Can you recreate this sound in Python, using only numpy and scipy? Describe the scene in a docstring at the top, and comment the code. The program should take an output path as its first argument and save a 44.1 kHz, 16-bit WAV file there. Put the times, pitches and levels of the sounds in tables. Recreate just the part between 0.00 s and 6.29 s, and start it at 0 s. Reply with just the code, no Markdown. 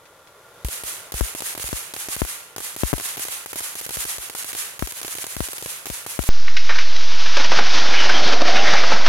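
"""A fountain firework on a lawn at night, a few metres from the microphones.
First gas hisses softly out of the cardboard tube and spits twice. From about 0.6 s it throws up stars:
each bursts with a crack, bounces off the ground and leaves a sizzling swarm of tiny popping sparks.
As the stars keep coming, a fast limiter ducks the sizzle around the cracks,
and the hardest blasts thump the left microphone."""
import sys
import numpy as np
from scipy import signal
from scipy.fft import rfft, irfft
from scipy.io import wavfile
from scipy.ndimage import uniform_filter1d, minimum_filter1d

SR = 44100
rng = np.random.default_rng(int(sys.argv[2]) if len(sys.argv) > 2 else 0)


def master(y):
    """Save y as 16-bit WAV."""
    cut = np.clip(np.atleast_2d(y).T, -1, 1)
    pcm = np.round(cut * 32767)  # scale
    wavfile.write(sys.argv[1], SR, pcm.astype(np.int16))


N = 277389
TIME = np.arange(N) / SR

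# cue list of bursting stars: t/s, relative blast strength/dB, relative spark swarm level/dB
STARS = [(0.647, -28, -28.5), (0.685, -31.5, -25.5), (0.836, -33, -23.5), (1.121, -34, -35),
         (1.141, -28, -23), (1.209, -17, -26.5), (1.35, -33, -27), (1.405, -42, -32.5), (1.422, -34, -23),
         (1.551, -35, -32), (1.577, -31, -28), (1.597, -29.5, -22.5), (1.641, -29, -22),
         (1.689, -31.5, -32), (1.729, -20, -27), (1.938, -37, -27), (1.964, -34, -27.5),
         (2.086, -32, -22.5), (2.165, -27.5, -25), (2.218, -14, -25), (2.25, -43, -29), (2.563, -32, -33.5),
         (2.582, -33, -27.5), (2.604, -37, -26.5), (2.764, -31, -25.5), (2.834, -13, -24.5),
         (2.93, -15.5, -30), (2.937, -15, -27), (2.981, -35, -24), (2.999, -40, -28), (3.009, -35, -23.5),
         (3.171, -43, -33), (3.178, -30.5, -24.5), (3.195, -34.5, -22), (3.251, -39, -25.5),
         (3.284, -39.5, -30), (3.46, -39, -31.5), (3.531, -34, -32), (3.558, -35, -22), (3.605, -33, -28),
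         (3.754, -36.5, -26.5), (3.812, -39, -30), (3.864, -38, -37), (3.892, -29.5, -31),
         (3.907, -34, -22.5), (3.97, -27.5, -22.5), (4.052, -29, -22.5), (4.183, -35.5, -27.5),
         (4.298, -42, -37), (4.35, -43, -24.5), (4.445, -38, -26), (4.53, -37, -24.5), (4.55, -35.5, -24.5),
         (4.793, -29, -28.5), (4.824, -16.5, -31.5), (4.873, -36, -28), (4.922, -40, -29.5),
         (5.015, -43.5, -36.5), (5.03, -40, -30), (5.048, -33, -23.5), (5.08, -50, -35),
         (5.152, -34.5, -25), (5.184, -36, -26.5), (5.242, -39, -34.5), (5.267, -38, -30.5),
         (5.366, -23.5, -26.5), (5.405, -18, -27), (5.486, -36, -26), (5.532, -43, -32.5),
         (5.582, -43, -32), (5.625, -33, -25), (5.66, -29, -29), (5.857, -46, -28.5), (5.867, -36, -27),
         (5.901, -23.5, -30), (6.064, -31, -26), (6.191, -15, -24), (6.238, -42, -28.5)]
# tone of popping sparks: f/Hz, level/dB
SIZZLE = [(60, -30), (160, -15), (260, -18.5), (450, -14.5), (900, -4.5), (1400, -3), (2700, -0.5),
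          (5000, -1), (9000, 2), (16000, -5.5)]


def crack(body_db, gain_db=2, drive=1.21, snap_s=0.00022, grit_db=-3, push_s=0.00047, bounce_s=0.0023,
          ear_lag_s=0.00038, spray_s=0.00045, spray_db=-9, tail_s=0.0082, tail_db=-23, echo_db=-5):
    """A star bursts: a snap and its blast wave, then their ground bounce and a scatter from the grass."""
    # tone of the snap: f/Hz, level/dB
    snap_tone = [(100, -8.5), (600, 0), (1500, -0.5), (3000, -2.5), (5000, -5), (9000, -7), (16000, -5)]
    t = TIME[:1300]
    grit, rough, scatter = rng.standard_normal((3, 2, len(t)))
    snap = colour((t == 0) + amp(grit_db) * grit * (t > 0) * np.exp(-t / snap_s), snap_tone)
    snap /= abs(snap).max(1, keepdims=True)
    wave = amp(body_db) * blast(t, push_s * amp(2.2 * rng.standard_normal()), soft_hz=1700)
    direct = (snap + wave) * amp([[0], [-2.5]])  # stars burst a little to the left
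    direct[1] = np.interp(t - 0.0002 * rng.random(), t, direct[1], left=0)
    # the bounce reaches the right ear first
    late = t - bounce_s * rng.uniform(0.76, 1.15) - np.array([[ear_lag_s], [0]])
    age = np.maximum(late, 0)
    spray = amp(spray_db) * rough * np.exp(-age / spray_s)
    tail = amp(tail_db) * scatter * np.exp(-age / tail_s)
    grass = colour((spray + tail) * (late >= 0), snap_tone) * amp([[0], [5]])
    echo = amp(echo_db) * np.interp(late, t, wave, left=0)
    return amp(gain_db) * np.tanh(drive * (direct + grass + echo)) / np.sqrt(drive)  # sharp tips saturate


def blast(t, push_s, soft_hz):
    """Blast wave: a short overpressure, then a longer suction."""
    age = np.maximum(t, 0) / push_s
    return lowpass((t >= 0) * (1 - age) * np.exp(-age), soft_hz)


def swarms(rise_s=0.0017, fall_db_per_s=102, sparks_db=0.47, lean_db=1.06,
           wash_rise_s=0.045, wash_fall_db_per_s=66, wash_hz=2600):
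    """Each star scatters grains that pop ever more faintly; the yard adds a duller, later, longer wash."""
    sparks, wash_power = np.zeros((2, 2, N))
    t = TIME[:2 ** 15]
    for s, _, swarm_db in STARS:
        bounce_s = rng.uniform(0.001396, 0.0035)  # every star bursts at its own height
        grains = unit(lawn_bounce(pops(len(t), per_s=10000, spread_db=3.5), bounce_s))
        add(sparks, s, grains * (1 - np.exp(-t / rise_s)) * amp(swarm_db - fall_db_per_s * t))
        swell = (1 - np.exp(-t / wash_rise_s)) * amp(swarm_db - wash_fall_db_per_s * t)
        add(wash_power, s, swell[None] ** 2)
    wash = lowpass(np.sqrt(wash_power) * pops(N, per_s=2500, spread_db=3), wash_hz)
    return colour(amp(sparks_db) * sparks + wash, SIZZLE) * amp([[-lean_db], [lean_db]])


def pops(samples, per_s, spread_db):
    """Random tiny explosions of uneven size, different in each ear."""
    size = amp(spread_db * np.minimum(rng.exponential(1, (2, samples)), 4))
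    polarity = rng.choice([-1, 1], (2, samples))
    fires = rng.random((2, samples)) < per_s / SR
    return unit(size * polarity * fires)


def lawn_bounce(x, delay_s, strength=0.37, soft_hz=14000):
    """Adds the bounce off the lawn, which hollows the sound like a comb; grass swallows its treble."""
    hz = np.fft.rfftfreq(x.shape[1], 1 / SR)
    bounce = strength * np.exp(-2j * np.pi * hz * delay_s) / (1 + hz / soft_hz)
    return irfft(rfft(x) * (1 + bounce), x.shape[1])


def thumps(overload_db=-31.5, push_s=0.0012, soft_hz=1300, lag_s=0.00041, bounce_s=0.003, bounce_db=-15,
           shove_db=18.5, swing_db=-15, right_db=-32, nudge_db=-11):
    """Every blast nudges the bass; its excess over the overload level shoves the left mic; a few boom."""
    # deep booms under the blasts: t/s, level/dB, nominal length/s, right relative to left/dB
    booms = [(.647, -15.5, .039, -1), (.835, -38, .049, -9), (1.142, -22, .038, -2),
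             (1.208, -10, 0.047, -30), (1.64, -29, .05, -4), (3.971, -34, 0.032, -10),
             (4.183, -33, .03, -16)]
    t, out = TIME[:SR // 10], np.zeros((2, N))
    push = blast(t - lag_s, push_s, soft_hz)
    push += amp(bounce_db) * blast(t - lag_s - bounce_s, push_s, soft_hz)
    shove = amp(shove_db) * (push + amp(swing_db) * swing(t, length_s=0.035)) * amp([[0], [right_db]])
    nudge = amp(nudge_db) * swing(t, length_s=0.019, swing_hz=85)
    for s, strength_db, _ in STARS:
        clean = amp(min(strength_db, overload_db))
        excess = amp(strength_db) - clean
        add(out, s, clean * nudge + excess * shove)
    for s, db, length_s, boom_right_db in booms:
        add(out, s, amp(db) * swing(t, length_s) * amp([[0], [boom_right_db]]))
    return out


def swing(t, length_s, swing_hz=53, decay_s=0.032, stretch=1.4, sag_turns=0.064):
    """The microphone's bass swings for a few cycles after a shove."""
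    turns = swing_hz * t - sag_turns * np.exp(-t / 0.00097)  # the first swing is the quickest
    attack = 1 - np.exp(-t / 0.0014)
    fade = np.cos(np.pi / 2 * np.minimum(t / (stretch * length_s), 1))
    return -np.cos(2 * np.pi * turns) * attack * np.exp(-t / decay_s) * fade


def jet(crossfeed=0.86, crossfeed_hz=1500, spit_s=0.015, spit_hz=4000):
    """The hiss bed: sputtering gas rushes out of the cardboard tube and spits before the first star."""
    # broad tone of the gas: f/Hz, level/dB
    gas_tone = [(25, -17), (70, -4.5), (150, -2), (300, -1.5), (520, 3.5), (1100, -3), (1700, -7),
                (2700, -10), (5000, -13.5), (12000, -18.5), (16000, -19)]
    # tube resonances, and hollows from the ground bounce: f/Hz, width/Hz, lift/dB
    tube = [(240, 120, -11.5), (520, 160, -1), (743, 92, -6), (1143, 96, 5), (1290, 77, -5),
            (1395, 89, 13.5), (1954, 59, 5), (2700, 200, -2), (3520, 320, 5)]
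    # level ride of the rush: t/s, rms level/dB
    ride = [(0, -51.5), (.2, -51), (.45, -49.7), (.63, -47.3), (1.1, -46.5), (2.5, -51), (6.3, -50)]
    # faint spits: t/s, starting level/dB
    spits = [(.055, -50), (.272, -49)]
    hz = np.fft.rfftfreq(N, 1 / SR)
    tube_db = sum(db / (1 + (2 * (hz - f) / width) ** 2) for f, width, db in tube)
    gas = rfft(pops(N, per_s=7000, spread_db=3))
    gas = gas + crossfeed / (1 + (hz / crossfeed_hz) ** 2) * gas[::-1]  # long waves reach both ears alike
    rush = unit(irfft(gas * amp(curve_db(gas_tone, hz) + tube_db), N))
    rush *= amp(np.interp(TIME, *np.transpose(ride)))
    t = TIME[:SR // 10]
    for s, db in spits:
        sizzle = colour(pops(len(t), per_s=3500, spread_db=2), SIZZLE)
        add(rush, s, amp(db) * unit(lowpass(sizzle, spit_hz)) * np.exp(-t / spit_s))
    return rush


def limiter(x, ceiling_db=-11.5, release_db_per_s=360, ahead_s=0.0065, smooth_s=0.0024):
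    """Look-ahead peak limiter: dives just before a crack and climbs back within some 40 ms."""
    over_db = np.maximum(20 * np.log10(abs(x).max(0) + 1e-9) - ceiling_db, 0)
    duck_db = -minimum_filter1d(-over_db, 2 * round(ahead_s * SR) + 1)
    climb = release_db_per_s * TIME
    held_db = np.maximum.accumulate(duck_db + climb) - climb
    return x * amp(-uniform_filter1d(held_db, round(smooth_s * SR)))


def colour(x, points, size=2048):
    """Minimum-phase EQ, so that clicks keep their sharp front."""
    hz = abs(np.fft.fftfreq(size, 1 / SR))
    log_gain = np.log(amp(curve_db(points, hz)))
    taps = np.fft.ifft(np.exp(np.conj(signal.hilbert(log_gain)))).real
    return signal.oaconvolve(x, taps[None], axes=1)[:, :x.shape[1]]


def curve_db(points, hz):
    """Reads an EQ curve on a log-frequency axis."""
    f, db = np.transpose(points)
    return np.interp(np.log(hz + 1), np.log(f + 1), db)


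def lowpass(x, hz):
    """Gentle two-pole low-pass."""
    return signal.sosfilt(signal.butter(2, hz, fs=SR, output="sos"), x)


def amp(db):
    """Decibels to gain."""
    return 10 ** (np.asarray(db) / 20)


def unit(x):
    """Scales to rms 1."""
    return x / np.sqrt(np.mean(x ** 2) + 1e-20)


def add(mix, s, sound):
    """Mixes a sound in at time s."""
    part = mix[:, round(s * SR):][:, :sound.shape[1]]
    part += sound[:, :part.shape[1]]


def scene(body_lift_db=25.5, body_max_db=-7.5):
    """Jet, swarms and cracks in the open air; stronger stars get more body, up to a limit."""
    air = jet() + swarms()
    for s, strength_db, _ in STARS:
        add(air, s, crack(body_db=min(strength_db + body_lift_db, body_max_db)))
    return air


def record(dry, edge_hz=16000):
    """The microphone chain: port colour, limiter, thumps, soft clip and band limit."""
    # treble colour of the microphone ports: f/Hz, level/dB
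    port_tone = [(5500, 0.5), (6700, 3.5), (8200, 1), (9500, 5), (12000, 6.5), (13200, 2), (14000, -4),
                 (14800, -1), (16000, -2.5)]
    x = limiter(colour(dry, port_tone)) + thumps()
    x = x / (1 + (x / 0.85) ** 6) ** (1 / 6)  # rounds the tips of the thumps
    high_cut = signal.firwin(401, edge_hz, window=("kaiser", 8), fs=SR)
    return signal.oaconvolve(x, high_cut[None], "same", axes=1)


dry = scene()
out = record(dry)
master(out)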